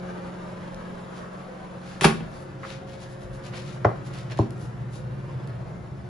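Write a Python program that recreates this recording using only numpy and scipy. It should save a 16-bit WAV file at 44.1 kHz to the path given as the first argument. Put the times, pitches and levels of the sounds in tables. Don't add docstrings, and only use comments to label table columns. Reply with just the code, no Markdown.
import sys
import numpy as np
from scipy import signal
from scipy.fft import rfft, irfft, next_fast_len
from scipy.io import wavfile

SR = 44100
rng = np.random.default_rng(int(sys.argv[2]) if len(sys.argv) > 2 else 0)


def pcm_store(signal):
    levels = np.round(np.clip(np.atleast_2d(signal), -1, 1) * 32767)
    wavfile.write(sys.argv[1], SR, levels.astype(np.int16).T)


N = 268555
EDGE_HZ = 11300


def amp(db):
    return 10 ** (np.asarray(db) / 20)


def evened(x):
    return x / np.sqrt(np.mean(x ** 2) + 1e-20)


def read(points, hz):
    f, value = np.transpose(points)
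    return np.interp(np.log(hz + 1), np.log(f), value)


def curve(rows):
    s, *columns = np.transpose(rows)
    return [np.interp(np.arange(N) / SR, s, column) for column in columns]


def add(mix, s, sound):
    part = mix[:, max(round(s * SR), 0):][:, :sound.shape[1]]
    part += sound[:, :part.shape[1]]


def drift(rate_hz, size):
    fast = next_fast_len(size)
    hz = np.fft.rfftfreq(fast, 1 / SR)
    slow = rfft(rng.standard_normal(fast)) / (1 + (hz / rate_hz) ** 4)
    return evened(irfft(slow, fast)[:size])


def decay(t, t60):
    return np.exp(-np.log(1000) * t / t60)


# frequency in Hz, correlation from 0 to 1.
LIKENESS = [(60, 0.94), (130, 1), (200, 0.53), (330, 0.69), (600, 0.094), (1200, 0.082), (2500, 0.37),
            (5000, 0.7), (7500, 0.02), (11000, 0.96)]


def noise(spectrum, size, tilt_db=0):
    hz = np.fft.rfftfreq(size, 1 / SR)
    mid, side = rfft(rng.standard_normal((2, size)))
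    same = np.clip(read(LIKENESS, hz), -1, 1)
    mid, side = mid * np.sqrt(1 + same), side * np.sqrt(1 - same)
    octaves = np.log2(np.maximum(hz, 1500) / 1500)
    colour = amp(read(spectrum, hz) + tilt_db * octaves)
    colour = colour * (hz < EDGE_HZ) * hz / (hz + 10)
    return evened(irfft(np.array([mid + side, mid - side]) * colour, size))


STANDING_DB, STANDING_HZ, STANDING_S = 2.5, 44, 0.18


def standing_waves(x, size=4096):
    overlap = size * 3 // 4
    hz, t, z = signal.stft(x, SR, nperseg=size, noverlap=overlap)
    across = np.fft.fftfreq(len(hz), hz[1])[:, None]
    along = np.fft.fftfreq(len(t), t[1])
    smooth = np.exp(-(across * STANDING_HZ) ** 2 * 2 - (along * STANDING_S) ** 2 * 2)
    grid = rng.standard_normal(smooth.shape)
    pattern = evened(np.fft.ifft2(np.fft.fft2(grid) * smooth).real)
    gain = evened(amp(STANDING_DB * pattern))
    return signal.istft(z * gain, SR, nperseg=size, noverlap=overlap)[1][:, :N]


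# time in seconds, relative level of the fan's air rush in dB, relative level of the boom in dB.
WALK = [(0.0, -47.5, -46), (0.39, -47.5, -46.5), (1.49, -49.5, -49), (2.26, -51, -44.5), (2.95, -53, -43),
        (4.07, -50, -39.5), (4.71, -53, -37.5), (5.41, -51, -38), (6.09, -55, -39)]
# frequency in Hz, relative density in dB per Hz.
AIR_SPECTRUM = [(30, -0.5), (55, -4.5), (130, -11), (220, 1.5), (265, -2.5), (340, 0), (430, 0), (540, 3.5),
                (780, -2), (1100, -4), (1650, -8), (2400, -17), (6000, -29), (11000, -34)]
BOOM_SPECTRUM = [(25, -43), (50, -7), (85, -4.5), (112, -0.5), (138, 4), (170, -2.5), (220, -14),
                 (400, -16), (1000, -70)]


def air(rush_db=8.0, boom_db=-1.5, swirl_db=0.78):
    near_db, corner_db = curve(WALK)
    swirl = swirl_db * drift(25, N)
    rush = standing_waves(noise(AIR_SPECTRUM, N)) * amp(rush_db + near_db + swirl)
    boom = noise(BOOM_SPECTRUM, N) * amp(boom_db + corner_db)
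    return rush + boom


SHAFT_HZ, MAINS_HZ, DRONE_HZ = 44.87, 49.9, 118.5
# multiple of the shaft rate, level in dB.
FAN_ORDERS = [(5, -62), (16, -67)]
# multiple of the mains frequency, level in dB.
MAINS = [(2, -62), (4, -51), (6, -61)]
# multiple of the shaft rate, relative level in dB
# with the door open, the same with it shut, dB gained per dB of boom.
FAN_STANDING = [(3, -50, -43, 1.0), (4, -40, -50.5, 1.0)]
# relative level in dB with the door open, with it shut, dB gained per dB of boom.
DRONE = (-48, -51, 3.04)
# time in seconds, level of the 8th order in dB, of the 12th in dB.
WHINE = [(0, -46, -46), (.4, -50, -51.5), (1.3, -58, -58), (1.9, -61, -58), (2.45, -49.5, -54.5),
         (2.7, -54.5, -45), (3.0, -53.5, -49.5), (3.6, -48, -49.5), (4.1, -52.5, -63.5), (6.09, -53, -66)]
TONE_FALL = 1.1


def hum(waver=0.0015, flutter_db=1.15, wander_turns=0.065):
    t = np.arange(N) / SR
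    shaft_turns = SHAFT_HZ * np.cumsum(1 + waver * drift(8.3, N)) / SR
    near_db, corner_db = (level - level.mean() for level in curve(WALK))
    shut = np.clip((t - PANEL_BLOWS[0][0]) * 20, 0, 1)

    standing = [(DRONE_HZ * t, *DRONE)]
    standing += [(round(k) * shaft_turns, *levels) for k, *levels in FAN_STANDING]
    lines = []
    for cycles, open_db, shut_db, follow in standing:
        door_db = open_db + (shut_db - open_db) * shut
        lines.append((cycles, door_db + TONE_FALL * near_db + follow * corner_db))
    lines += [(round(k) * shaft_turns, db) for k, db in FAN_ORDERS]
    lines += [(round(k) * MAINS_HZ * t, db) for k, db in MAINS]
    lines += [(k * shaft_turns, db) for k, db in zip((8, 12), curve(WHINE))]

    out = np.zeros((2, N))
    for cycles, db in lines:
        phase = cycles + rng.random() + wander_turns * drift(3.9, N)
        gain = np.sqrt(2) * amp(db + flutter_db * drift(7.4, N))
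        tone = gain * np.sin(2 * np.pi * phase)
        out += [np.roll(tone, shift=round(SR * 0.00032)), tone]
    return out


# middle in seconds, Gaussian half-length in seconds, level in dB.
STEPS = [(0.782, .05, -48), (2.271, 0.051, -52), (3.316, 0.079, -47)]
# frequency in Hz, relative density in dB per Hz.
FLOOR_SPECTRUM = [(20, -20), (45, 12), (75, -10), (150, -45), (600, -51)]


def footfalls():
    out = np.zeros((2, N))
    t = np.arange(SR // 2) / SR - 1 / 4
    for s, half, db in STEPS:
        swell = amp(db) * np.exp(-(t / half) ** 2 / 2)
        add(out, s + t[0], noise(FLOOR_SPECTRUM, len(t)) * swell)
    return out


# middle in seconds, Gaussian half-length in seconds,
# relative level in dB, treble tilt in dB per octave, left minus right in dB.
RUSTLES = [(1.17, 0.03, -53, -2, -1), (1.91, 0.06, -51.5, -2, -1), (2.355, .04, -57.5, 1.5, 2),
           (2.422, 0.014, -61, 10, 1), (2.703, 0.045, -44.5, -4, 1.5), (2.888, 0.011, -53.5, -2, 2),
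           (2.936, 0.023, -53, -2, 1), (3.027, 0.025, -51, -1, 1), (3.121, 0.024, -57.5, 2, 0),
           (3.23, 0.022, -58.5, 3, 2), (3.35, 0.017, -56, 2.5, 0), (3.465, 0.021, -47, -2.5, 1),
           (3.541, .012, -41, -11.5, -4), (3.574, 0.023, -42, -3.5, 1.5), (3.625, 0.015, -52, -3, -1),
           (3.684, 0.025, -48.5, -2.5, 3), (3.74, 0.019, -55, 0, 3), (4.069, 0.015, -50.5, 1, -3),
           (4.144, 0.016, -47, -4.5, -2), (4.185, 0.032, -48.5, -2.5, -2), (4.319, 0.012, -41, -7, -2),
           (4.4, 0.026, -47, -5.5, 1), (4.627, 0.035, -57, 4.5, 1), (4.954, .024, -52.5, 2.5, 1)]
# frequency in Hz, relative density in dB per Hz.
CLOTH_SPECTRUM = [(200, 0), (700, -1), (1600, -0.5), (2400, 2.5), (4200, 1.5), (6500, -2.5), (11000, -6.5)]


def cloth(grain_db=1.5, catches_per_s=260, catch_db=0):
    out = np.zeros((2, N))
    t = np.arange(SR // 2) / SR - 1 / 4
    for s, half, db, tilt_db, left_db in RUSTLES:
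        swell = np.exp(-(t / half) ** 2 / 2) * amp(db + grain_db * drift(180, len(t)))
        catches = (rng.random(len(t)) < catches_per_s / SR) * rng.random(len(t))
        snaps = signal.lfilter([1], [1, -np.exp(-1500 / SR)], catches)
        roughness = 1 + amp(catch_db) * snaps
        stroke = noise(CLOTH_SPECTRUM, len(t), tilt_db) * swell * roughness
        add(out, s + t[0], stroke * amp([[left_db / 2], [-left_db / 2]]))
    return out


def ring(modes, t):
    return sum(amp(db) * decay(t, t60) * np.sin(2 * np.pi * hz * t) for hz, db, t60 in modes)


# start in seconds, relative level in dB,
# relative level of the ring in dB.
TICKS = [(0.7456, -27, -20), (3.005, -37, -23), (4.069, -42, -1), (4.139, -29, -18), (4.312, -36, 5),
         (4.321, -36.5, 5), (4.33, -38, 2), (4.374, -29.5, -15), (4.389, -26, -4.5), (4.507, -28.5, -13),
         (5.475, -35, -19)]
# frequency in Hz, relative level in dB, t60 in seconds.
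CLINK_MODES = [(4200, -12, 0.027), (5570, -20, 0.049), (6970, -25, 0.063)]


def ticks(t60=0.0033, tilt_db=3):
    out = np.zeros((2, N))
    t = np.arange(SR // 10) / SR
    for s, db, ring_db in TICKS:
        click = noise(CLOTH_SPECTRUM, len(t), tilt_db) * decay(t, t60) / 2
        add(out, s, amp(db) * (click + amp(ring_db) * ring(CLINK_MODES, t)))
    return out


CRACK_T60 = 0.018


def strike(blows, modes, clatter, clatter_db, clatter_t60, crack_db, side_db):
    out = np.zeros((2, N))
    t = np.arange(SR // 2) / SR
    tones = ring(modes, t)
    fade = amp(clatter_db) * decay(t, clatter_t60) + amp(crack_db) * decay(t, CRACK_T60)
    for s, db, low_hz, high_hz in blows:
        dense = noise(clatter, len(t)) * fade
        weight = signal.butter(3, min(low_hz, SR / 3), "high", fs=SR, output="sos")
        hardness = signal.butter(6, min(high_hz, SR / 3), fs=SR, output="sos")
        add(out, s, amp(db) * signal.sosfilt(np.vstack([weight, hardness]), tones + dense))
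    return out * amp([[side_db], [-side_db]])


# frequency in Hz, relative level in dB, t60 in seconds.
DOOR_MODES = [(62.4, -2, 0.089), (159.4, -6.5, 0.143), (193.6, -12.5, 0.1), (218.4, -23.5, 0.23),
              (384, -33, 0.13), (390, -6.5, 0.055), (720, -38, 0.086), (799, -7, 0.066), (834, -30, 0.12),
              (1070, -31, 0.12), (1106, -24, 0.26), (1273, -34, 0.19), (1440, -30, 0.22), (1502, -32, 0.28),
              (1560, -35, 0.14), (2330, -38, 0.07), (2434, -26, 0.08), (2630, -18, 0.079),
              (3000, -31, 0.061), (3240, -22.5, 0.11), (3370, -29, .11), (3620, -31, 0.1),
              (4320, -32, 0.059), (5250, -31, 0.087)]
# frequency in Hz, relative density in dB per Hz.
DOOR_CLATTER = [(50, 8.5), (150, -5), (300, 2), (480, 4), (800, 2), (1150, 0), (1700, -1), (2300, -3.5),
                (4000, -7.5), (5500, -11.5), (7500, -14.5), (11000, -7.5)]
# start in seconds, relative level in dB.
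LATCH_CLICKS = [(2.01, -15.5), (2.018, -21), (2.026, -23), (2.034, -13), (2.043, -10), (2.0473, -6.5),
                (2.082, -21.5)]
# start in seconds, relative level in dB.
PANEL_BLOWS = [(2.0436, -4.5), (2.0629, -15), (2.069, -19), (2.084, -28), (2.094, -24), (2.106, -21.5),
               (2.131, -36), (2.204, -32)]
# start in seconds, relative level in dB, highest frequency in Hz.
CASE_THUDS = [(2.018, -14, 523), (2.0497, -3, 525), (2.0547, -10, 564), (2.109, -20, 625),
              (2.149, -21, 260), (2.178, -36, 250), (2.219, -23.5, 303)]
LATCH_HZ = (920, 10060)
PANEL_HZ = (407, 3000)
CASE_LOW_HZ = 119


def door():
    blows = [(s, db, *LATCH_HZ) for s, db in LATCH_CLICKS]
    blows += [(s, db, *PANEL_HZ) for s, db in PANEL_BLOWS]
    blows += [(s, db, CASE_LOW_HZ, high_hz) for s, db, high_hz in CASE_THUDS]
    return strike(blows, DOOR_MODES, DOOR_CLATTER,
                  clatter_db=-8.0, clatter_t60=0.13, crack_db=-9.5, side_db=-0.5)


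# frequency in Hz, relative level in dB, t60 in seconds.
DISH_MODES = [(116, -10, .165), (160, -19, .14), (230, -18, .2), (330, -15, .12), (398, -19, .12),
              (440, -6, .03), (478, -20, .1), (600, -2, .016), (662, -27, .14), (705, -19, .075),
              (778, -24, .13), (910, -23, .08), (1040, -9, .024), (1421, -29, .1), (2020, -22, .06)]
# frequency in Hz, relative density in dB per Hz.
DISH_CLATTER = [(50, 13), (130, 7.5), (250, -1.5), (550, 3), (1150, 5), (1600, 0), (2200, -13), (4000, -21),
                (11000, -20)]
# start in seconds, relative level in dB, lowest and highest frequency in Hz.
KNOCKS = [(3.847, -15.5, 2000, 6170), (3.8473, -7.5, 1020, 2500), (3.8493, -1.5, 420, 850),
          (3.853, -14.5, 1700, 3500), (3.8545, -1, 90, 185), (3.868, -16.5, 400, 1200),
          (3.879, -18, 400, 1300), (3.891, -25, 594, 2200), (3.915, -29.5, 400, 1200),
          (4.3902, -4, 850, 960), (4.3935, -3, 229, 380), (4.3955, -2, 75, 182), (4.412, -24, 200, 444),
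          (4.428, -18, 189, 337)]
# start in seconds, relative level in dB.
TAPS = [(2.6325, -20), (2.639, -23), (2.649, -22), (2.664, -33)]
TAP_HZ = (1450, 2700)


def dish():
    blows = KNOCKS + [(s, db, *TAP_HZ) for s, db in TAPS]
    return strike(blows, DISH_MODES, DISH_CLATTER,
                  clatter_db=-9, clatter_t60=0.081, crack_db=-12.0, side_db=0.1)


# frequency in Hz, t60 in seconds.
KITCHEN_RING = [(100, 0.52), (200, 0.9), (500, 0.3), (1500, 0.36), (4000, 0.41), (11000, 0.31)]


def kitchen(x, first_s=0.0039):
    flat = noise([(100, 0), (11000, 0)], SR // 2)
    hz, t, z = signal.stft(flat, SR, nperseg=256)
    fading = z * decay(t, read(KITCHEN_RING, hz)[:, None])
    tail = signal.istft(fading, SR, nperseg=256)[1]
    tail *= np.clip(np.arange(tail.shape[1]) / SR / first_s - 1, 0, 1)
    return signal.fftconvolve(x, tail / np.linalg.norm(tail[0]), axes=1)[:, :N]


RADIATE_HZ = 261


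def scene():
    door_sound, dish_sound = door(), dish()
    small = cloth() + ticks()
    radiation = signal.butter(2, RADIATE_HZ, "high", fs=SR, output="sos")
    radiated = signal.sosfilt(radiation, dish_sound)
    room = kitchen(amp(-14.0) * door_sound + amp(-12.5) * radiated + amp(-9.0) * small)
    return hum() + air() + footfalls() + door_sound + dish_sound + small + room


# frequency in Hz, left minus right in dB.
LEAN = [(60, 5.5), (140, -0.5), (340, 0.5), (820, 0.5), (1970, 1.0), (4720, 4), (11300, -0.5)]
NOTCH_HZ = (7950, 8900)
PORT_LEAD_S = 1.6e-5


def record(dry):
    hz = np.fft.rfftfreq(N, 1 / SR)
    left = amp(read(LEAN, hz) / 2) * np.exp(1j * np.pi * hz * PORT_LEAD_S)
    heard = irfft(rfft(dry) * np.array([left, 1 / left]), N)
    rounded = heard / (1 + (heard / .85) ** 6) ** (1 / 6)
    passband = signal.firwin(301, [*NOTCH_HZ, EDGE_HZ], pass_zero=True, window=("kaiser", 8), fs=SR)
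    return signal.oaconvolve(rounded, passband[None], "same")


dry = scene()
out = record(dry)
pcm_store(out)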